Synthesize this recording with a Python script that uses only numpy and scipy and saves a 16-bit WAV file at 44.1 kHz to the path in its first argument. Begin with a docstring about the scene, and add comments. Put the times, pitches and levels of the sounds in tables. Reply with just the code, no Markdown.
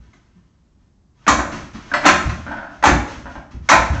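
"""In a small, echoing room, forearms and palms strike a wooden training dummy.
Each blow is a quick cluster of knocks: skin slaps, the loose wooden arms clack in their sockets
and the trunk rings. Between blows the arms rattle, the frame and the floor thud under the
shifting weight, and sleeves swish. A low hush lies under it all."""
import sys
import numpy as np
from scipy import signal
from scipy.fft import rfft, irfft, next_fast_len
from scipy.io import wavfile

SR = 44100
rng = np.random.default_rng(int(sys.argv[2]) if len(sys.argv) > 2 else 0)


def file_out(sig):
    """Save sig as 16-bit WAV at sys.argv[1]."""
    # one column per channel
    cols = np.atleast_2d(sig).T
    # limit, then scale
    lim = np.clip(cols, -1, 1)
    pcm = np.round(lim * 32767).astype(np.int16)
    wavfile.write(sys.argv[1], SR, pcm)


N = 176400
T = np.arange(N) / SR

# Weight landing on the frame and floor: start_s, level_db, pitch_hz
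WEIGHT_THUDS = [(0.0, -45.5, 58.2), (0.354, -52.5, 179), (0.359, -68.5, 350), (1.300, -30, 73),
                (1.374, -31, 59.8), (1.525, -38, 218), (1.55, -41.5, 152), (1.622, -42.5, 62),
                (1.741, -50, 61), (1.746, -40, 219.8), (1.91, -55, 58), (2.042, -53, 55.3),
                (2.111, -32.5, 77), (2.255, -22.5, 63.7), (2.268, -32.5, 147.3), (2.281, -29.5, 108.6),
                (2.448, -40.5, 74.8), (2.78, -49, 60.5), (2.868, -27, 73), (2.916, -21, 60),
                (3.172, -40.5, 62.6), (3.252, -40.5, 53.7), (3.373, -39.5, 59), (3.529, -47.5, 258.6),
                (3.543, -33, 61.6), (3.599, -41, 80.4), (3.729, -32, 89.3), (3.786, -27.5, 55),
                (3.901, -23, 74.5), (3.946, -28.5, 106)]
# Sleeves and soles brushing: start_s, rise_s, fall_s, level_db
CLOTH_SWISHES = [(0.0, 0.0013, 0.31, -56.5), (0.35, .01, 0.02, -65), (0.43, 0.016, 0.021, -76.5),
                 (0.78, 0.027, 0.05, -68), (1.13, 0.17, 0.077, -47.5), (1.51, 0.0098, 0.073, -28),
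                 (1.73, 0.0047, 0.11, -37), (1.83, 0.25, 0.081, -30.5), (2.21, 0.036, 0.2, -36),
                 (2.705, 0.003, 0.33, -49), (3.07, 0.0074, 0.071, -30.5), (3.29, 0.0096, 0.058, -42),
                 (3.505, 0.01, 0.017, -39.5), (3.60, 0.097, 0.019, -42), (3.92, 0.021, 0.044, -29.5)]
# Hits on the dummy: start_s, level_db, clack_hz, clack_db, slap_db, trunk_db, tilt_db_per_octave
# The clack, slap and trunk levels add to level_db. A harder hit has more tilt and sounds brighter.
HITS = [(0.131, -57.5, 2230, 2.5, -0.5, 7, -1), (1.265, -25, 1550, -7, -20, 1, 0),
        (1.277, -15, 1273, 3, -2, -9.5, -2), (1.286, -15, 940, 1, -5.5, -2.5, -1),
        (1.304, -20, 1144, 3.5, -18, -1.5, -3), (1.390, -22, 1107, -1.5, -30, -18, -3),
        (1.524, -32.5, 1310, -20, -13, 5, -2), (1.748, -42, 1476, -11, -25, 12, 3),
        (1.915, -31, 1640, 9, -25, -18, -5), (1.937, -17, 1430, -1, -34, -23, 3.5),
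        (1.945, -34.5, 642, 12, -34, -30, -1), (2.053, -15, 832, 1.5, -4.5, 3.5, -2.5),
        (2.061, -11, 1397, 3, -7, -17, 4.5), (2.086, -11.5, 2580, -8.5, -13.5, -6.5, 2),
        (2.294, -30.5, 2040, -7.5, -12, -17, 1.5), (2.825, -27, 1910, -11, -11, -11, 2),
        (2.838, -15, 899, 5.5, -7.5, -11.5, -2), (2.855, -15, 2122, -8, -3.5, 4, 1.5),
        (2.870, -16, 796, 1, -16, -3.5, 0), (2.888, -15.5, 1252, -6.5, -20.5, 1.5, -1.5),
        (3.688, -15, 2238, 1, -2, -18, 3.5), (3.696, -14, 6300, -6.5, -5.5, -5, 1.5),
        (3.714, -10, 958, -5, -18, -10, 2.5), (3.730, -13.5, 737, 1, -34, -6.5, 0.5),
        (3.737, -24, 2530, -3, -24, 2, -1), (3.750, -15.5, 798, -4, -32, -8, -0.5)]
# Lasting notes of the trunk and of the wooden arms: pitch_hz, level_db, fade_s
TRUNK_NOTES = [(163.5, -13.5, 0.64), (182, -4, 0.66), (225.1, -7, 0.96), (281, 4.5, 0.29),
               (303.7, -2, 0.43), (356.3, -3, 0.6)]
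ARM_NOTES = [(596, -7.5, 0.35), (706.5, 0, 0.44), (730, 1, 0.15), (909, -10, 0.36), (1025.4, 2, 0.39),
             (1061, -2.5, 0.59), (1320, -4, 0.2), (1482, -4.5, 0.47), (1540, 0, 0.33), (1700, -9.5, 0.5),
             (2275, -5.5, 0.47), (2510, -10, 0.27), (6230, -13.5, 0.12)]
# A forearm pushing a loose arm across its socket as a blow lands: start_s, rise_s, level_db
ARM_PUSHES = [(1.267, 0.01, -14.5), (2.027, 0.026, -7.5), (2.825, 0.016, -6.5)]
# The arms bouncing back and chattering: start_s, fall_s, level_db
ARM_BOUNCES = [(2.461, 0.038, -23.5), (2.513, 0.023, -24), (2.558, 0.052, -31), (2.625, 0.041, -36.5),
               (2.686, 0.015, -31), (3.254, 0.011, -22.5), (3.352, 0.0076, -26.5), (3.375, 0.0055, -32.5),
               (3.92, 0.2, -30)]
# The tone colour of each sound, from bass to treble: frequency_hz, level_db
HUSH_COLOUR = [(20, -16), (55, 3.5), (110, -5.5), (200, -6), (320, -13.5), (450, -23.5), (1000, -28),
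               (2500, -39), (6500, -37.5), (8000, -40.5)]
FLOOR_COLOUR = [(20, -23), (40, -16), (60, 0), (110, -6), (170, -11), (320, -21.5), (600, -38.5),
                (3000, -90.5)]
CLOTH_COLOUR = [(150, 14.5), (450, -1.5), (1000, 4.5), (2200, 0.5), (3000, -4.5), (5000, -9), (6400, -7.5),
                (8000, -20.5)]
WOOD_COLOUR = [(100, -32), (200, -10.5), (300, -3), (450, -15.5), (580, 0.5), (730, -4), (1100, -3),
               (1650, -1.5), (2100, -7.5), (2580, -9), (2900, -19), (4400, -23.5), (8000, -40.5)]
SKIN_COLOUR = [(300, -39.5), (1200, 11), (2500, -18.5), (3000, -3.5), (3700, 3), (5000, -7.5), (6300, 3.5),
               (7200, -1), (8000, -14)]
RATTLE_COLOUR = [(150, -0.5), (300, 7.5), (440, -21.5), (600, 9), (900, 5.5), (1200, -2.5), (1480, 9.5),
                 (1900, -6.5), (2400, -11.5), (3200, -19.5), (8000, -38)]
# How long the room echoes: frequency_hz, fade_s
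ROOM_FADES = [(100, 0.36), (260, 1), (700, 0.63), (1800, 0.6), (4000, 0.54), (8000, 0.56)]
# A treble cut that softens the splash of rounded peaks: frequency_hz, level_db
TREBLE_CUT = [(7900, 0), (9000, -6)]

ARM_COUNT = 3
DIRECT_DB, EARLY_ECHO_DB, LATE_ECHO_DB = -6.5, -3.5, -7.5
CLACK_PITCH_DROP, CLACK_SETTLE_S = 0.17, 0.012  # the drop is a share of the starting pitch
TOUCHES_PER_S, TOUCH_SPREAD_DB = 900, 5
LIMIT_DB, LIMIT_ATTACK_S, LIMIT_RECOVERY_DB_PER_S = 4.5, 0.0005, 105.5


def from_db(db):
    """Turn decibels into a number to multiply by."""
    return 10 ** (np.asarray(db) / 20)


def unit_power(x):
    """Scale a sound so its average power is 1."""
    return x / np.sqrt(np.mean(x ** 2) + 1e-20)


def unit_energy(x):
    """Scale a sound so its total energy is 1."""
    return x / np.sqrt(np.sum(x ** 2) + 1e-20)


def look_up(table, hz):
    """Read between a table's rows, with octaves evenly spaced."""
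    frequencies, values = np.transpose(table)
    return np.interp(np.log(np.maximum(hz, 1)), np.log(frequencies), values)


def fade(fade_s, size=SR):
    """A level that falls by 60 dB in fade_s."""
    return np.exp(-np.log(1000) * T[:size] / fade_s)


def rise(rise_s, size=SR):
    """A soft start, from 0 up towards 1."""
    return 1 - np.exp(-T[:size] / rise_s)


def tone(hz, fade_s):
    """One pure note dying away."""
    return np.sin(2 * np.pi * hz * T[:SR]) * fade(fade_s)


def colour(x, table):
    """Give a sound the tone colour in a table."""
    n = next_fast_len(len(x) + SR // 10, True)
    gains = from_db(look_up(table, np.arange(n // 2 + 1) * SR / n))
    cepstrum = irfft(np.log(gains), n)
    cepstrum[1:n // 2] *= 2  # folded so the filter rings only after a sound, never before
    cepstrum[n // 2 + 1:] = 0
    return irfft(rfft(x, n) * np.exp(rfft(cepstrum)), n)[:len(x)]


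def add(track, start_s, sound):
    """Mix a sound into a track."""
    i = int(start_s * SR)
    track[i:i + len(sound)] += sound[:N - i]


def swell(start_s, rise_s, fall_s, db):
    """A level that climbs evenly, then dies away."""
    climb = np.clip((T - start_s) / rise_s, 0, 1)
    return from_db(db) * climb * np.exp(-np.maximum(T - start_s - rise_s, 0) / fall_s)


def in_room(x):
    """Near walls add quick echoes and a longer tail. Each call is a new spot in the room."""
    edges_hz = np.geomspace(40, 12000, 12)
    noise, late = rng.standard_normal((2, SR)), 0
    for k, (low, high) in enumerate(zip(edges_hz, edges_hz[1:])):
        band = signal.sosfilt(signal.butter(2, [low, high], "band", fs=SR, output="sos"), noise[k % 2])
        late = late + band * fade(look_up(ROOM_FADES, np.sqrt(low * high)))
    build_up = np.minimum(T[:SR] / 0.0045, 1)
    early = rng.standard_normal(SR) * fade(0.32)
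    room = from_db(LATE_ECHO_DB) * unit_energy(late * build_up)
    room += from_db(EARLY_ECHO_DB) * unit_energy(early * build_up)
    room[0] += from_db(DIRECT_DB)
    return signal.fftconvolve(x, room)[:N]


def room_hush():
    """The room's faint, low, steady noise."""
    return from_db(-55.5) * unit_power(colour(rng.standard_normal(N), HUSH_COLOUR))


def floor_thuds():
    """Shifting weight rings one low note of the frame or floor over a dull rumble."""
    track = np.zeros(N)
    for start_s, db, hz in WEIGHT_THUDS:
        rumble = from_db(3) * unit_power(colour(rng.standard_normal(SR), FLOOR_COLOUR)) * fade(0.56)
        note = from_db(11.5) * tone(hz, fade_s=0.28)
        add(track, start_s, from_db(db) * rise(0.0035) * (note + rumble))
    return track


def sleeves():
    """Cloth brushes as the body turns."""
    level = sum(swell(*row) for row in CLOTH_SWISHES)
    return level * unit_power(colour(rng.standard_normal(N), CLOTH_COLOUR))


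def impact(table, size, rise_s, fade_s):
    """Struck wood or skin gives a short burst of noise."""
    burst = rng.standard_normal(size) * rise(rise_s, size) * fade(fade_s, size)
    return unit_energy(colour(burst, table))


def clack(hz, size):
    """A wooden arm hits its socket; the note drops as the arm settles."""
    pitch_hz = hz * (1 - CLACK_PITCH_DROP * rise(CLACK_SETTLE_S, size))
    note = np.sin(2 * np.pi * np.cumsum(pitch_hz) / SR)
    return unit_energy(note * rise(0.0028, size) * fade(0.042, size))


def knocks():
    """Each hit is a knock of wood, a slap of skin and a clack. The three arms take turns."""
    arms, echo_free = np.zeros((ARM_COUNT, N)), np.zeros(N)
    size = SR // 10
    for k, (start_s, db, hz, clack_db, slap_db, _, tilt) in enumerate(HITS):
        tilted_wood = [(f, level + tilt * np.log2(f / hz)) for f, level in WOOD_COLOUR]
        wood = impact(tilted_wood, size, rise_s=0.0013, fade_s=0.026)
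        slap = from_db(slap_db - 1) * impact(SKIN_COLOUR, size, rise_s=0.0063, fade_s=0.032)
        note = from_db(clack_db) * clack(hz, size)
        strength = from_db(db) * np.sqrt(SR * 0.04)  # the energy of 0.04 s at this level
        add(arms[k % ARM_COUNT], start_s, strength * (wood + slap + from_db(-5) * note))
        add(echo_free, start_s, strength * from_db(-4.5) * note)  # makes the clack sound closer
    return from_db(DIRECT_DB) * echo_free + sum(in_room(arm) for arm in arms)


def wood_ringing(notes, levels_db, rise_s):
    """Every hit sets the wood's own notes ringing, each with a random strength."""
    track = np.zeros(N)
    rings = np.array([from_db(db) * tone(hz, fade_s) for hz, db, fade_s in notes]) * rise(rise_s)
    for (start_s, *_), db in zip(HITS, levels_db):
        scatter, direction = rng.standard_normal((2, len(notes)))
        strengths = from_db(db + 3 * scatter) * np.sign(direction)
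        add(track, start_s, strengths @ rings)
    return track


def arm_rattles():
    """A loose arm touches its socket many times as it is pushed in or bounces back."""
    touches = rng.random(N) < TOUCHES_PER_S / SR
    clicks = touches * from_db(TOUCH_SPREAD_DB * rng.standard_normal(N)) * rng.choice([-1, 1], N)
    pushes = sum(swell(start_s, rise_s, 0.0061, db) for start_s, rise_s, db in ARM_PUSHES)
    bounces = sum(swell(start_s, 0.0035, fall_s, db) for start_s, fall_s, db in ARM_BOUNCES)
    scrape = pushes * unit_power(colour(clicks, WOOD_COLOUR))
    chatter = bounces * unit_power(colour(clicks, RATTLE_COLOUR))
    return scrape + chatter


def limiter(x):
    """Turn loud peaks down quickly, then let the level come back slowly."""
    excess_db = np.maximum(20 * np.log10(np.abs(x) + 1e-9) - LIMIT_DB, 0)
    recovery_db = LIMIT_RECOVERY_DB_PER_S * T
    cut_db = np.maximum.accumulate(excess_db + recovery_db, axis=-1) - recovery_db
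    smoothing = np.exp(-1 / (LIMIT_ATTACK_S * SR))
    return x * from_db(-signal.lfilter([1 - smoothing], [1, -smoothing], cut_db))


def scene():
    """Mix the room, the person and the dummy into one channel."""
    hush = room_hush()
    echoing = in_room(sleeves() + arm_rattles()) + knocks()
    _, hit_db, _, _, _, trunk_db, _ = np.transpose(HITS)
    trunk = wood_ringing(TRUNK_NOTES, hit_db + trunk_db - 8, rise_s=0.0045)
    arms = wood_ringing(ARM_NOTES, hit_db - 10, rise_s=0.00098)
    return (hush + floor_thuds() + echoing + trunk + arms)[None]


def record(dry):
    """Hold down the blows, cut the high treble and round off the tallest peaks."""
    dulled = signal.sosfilt(signal.cheby1(14, 0.3, 7900, fs=SR, output="sos"), limiter(dry))
    clipped = np.clip(dulled, -0.98, 0.98)
    rounded = clipped + 0.02 * np.tanh((dulled - clipped) / 0.02)  # spills a little new treble
    softened = colour(rounded[0], TREBLE_CUT)[None]
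    return signal.sosfilt(signal.cheby1(12, 0.3, 16000, fs=SR, output="sos"), softened)


dry = scene()
out = record(dry)
file_out(out)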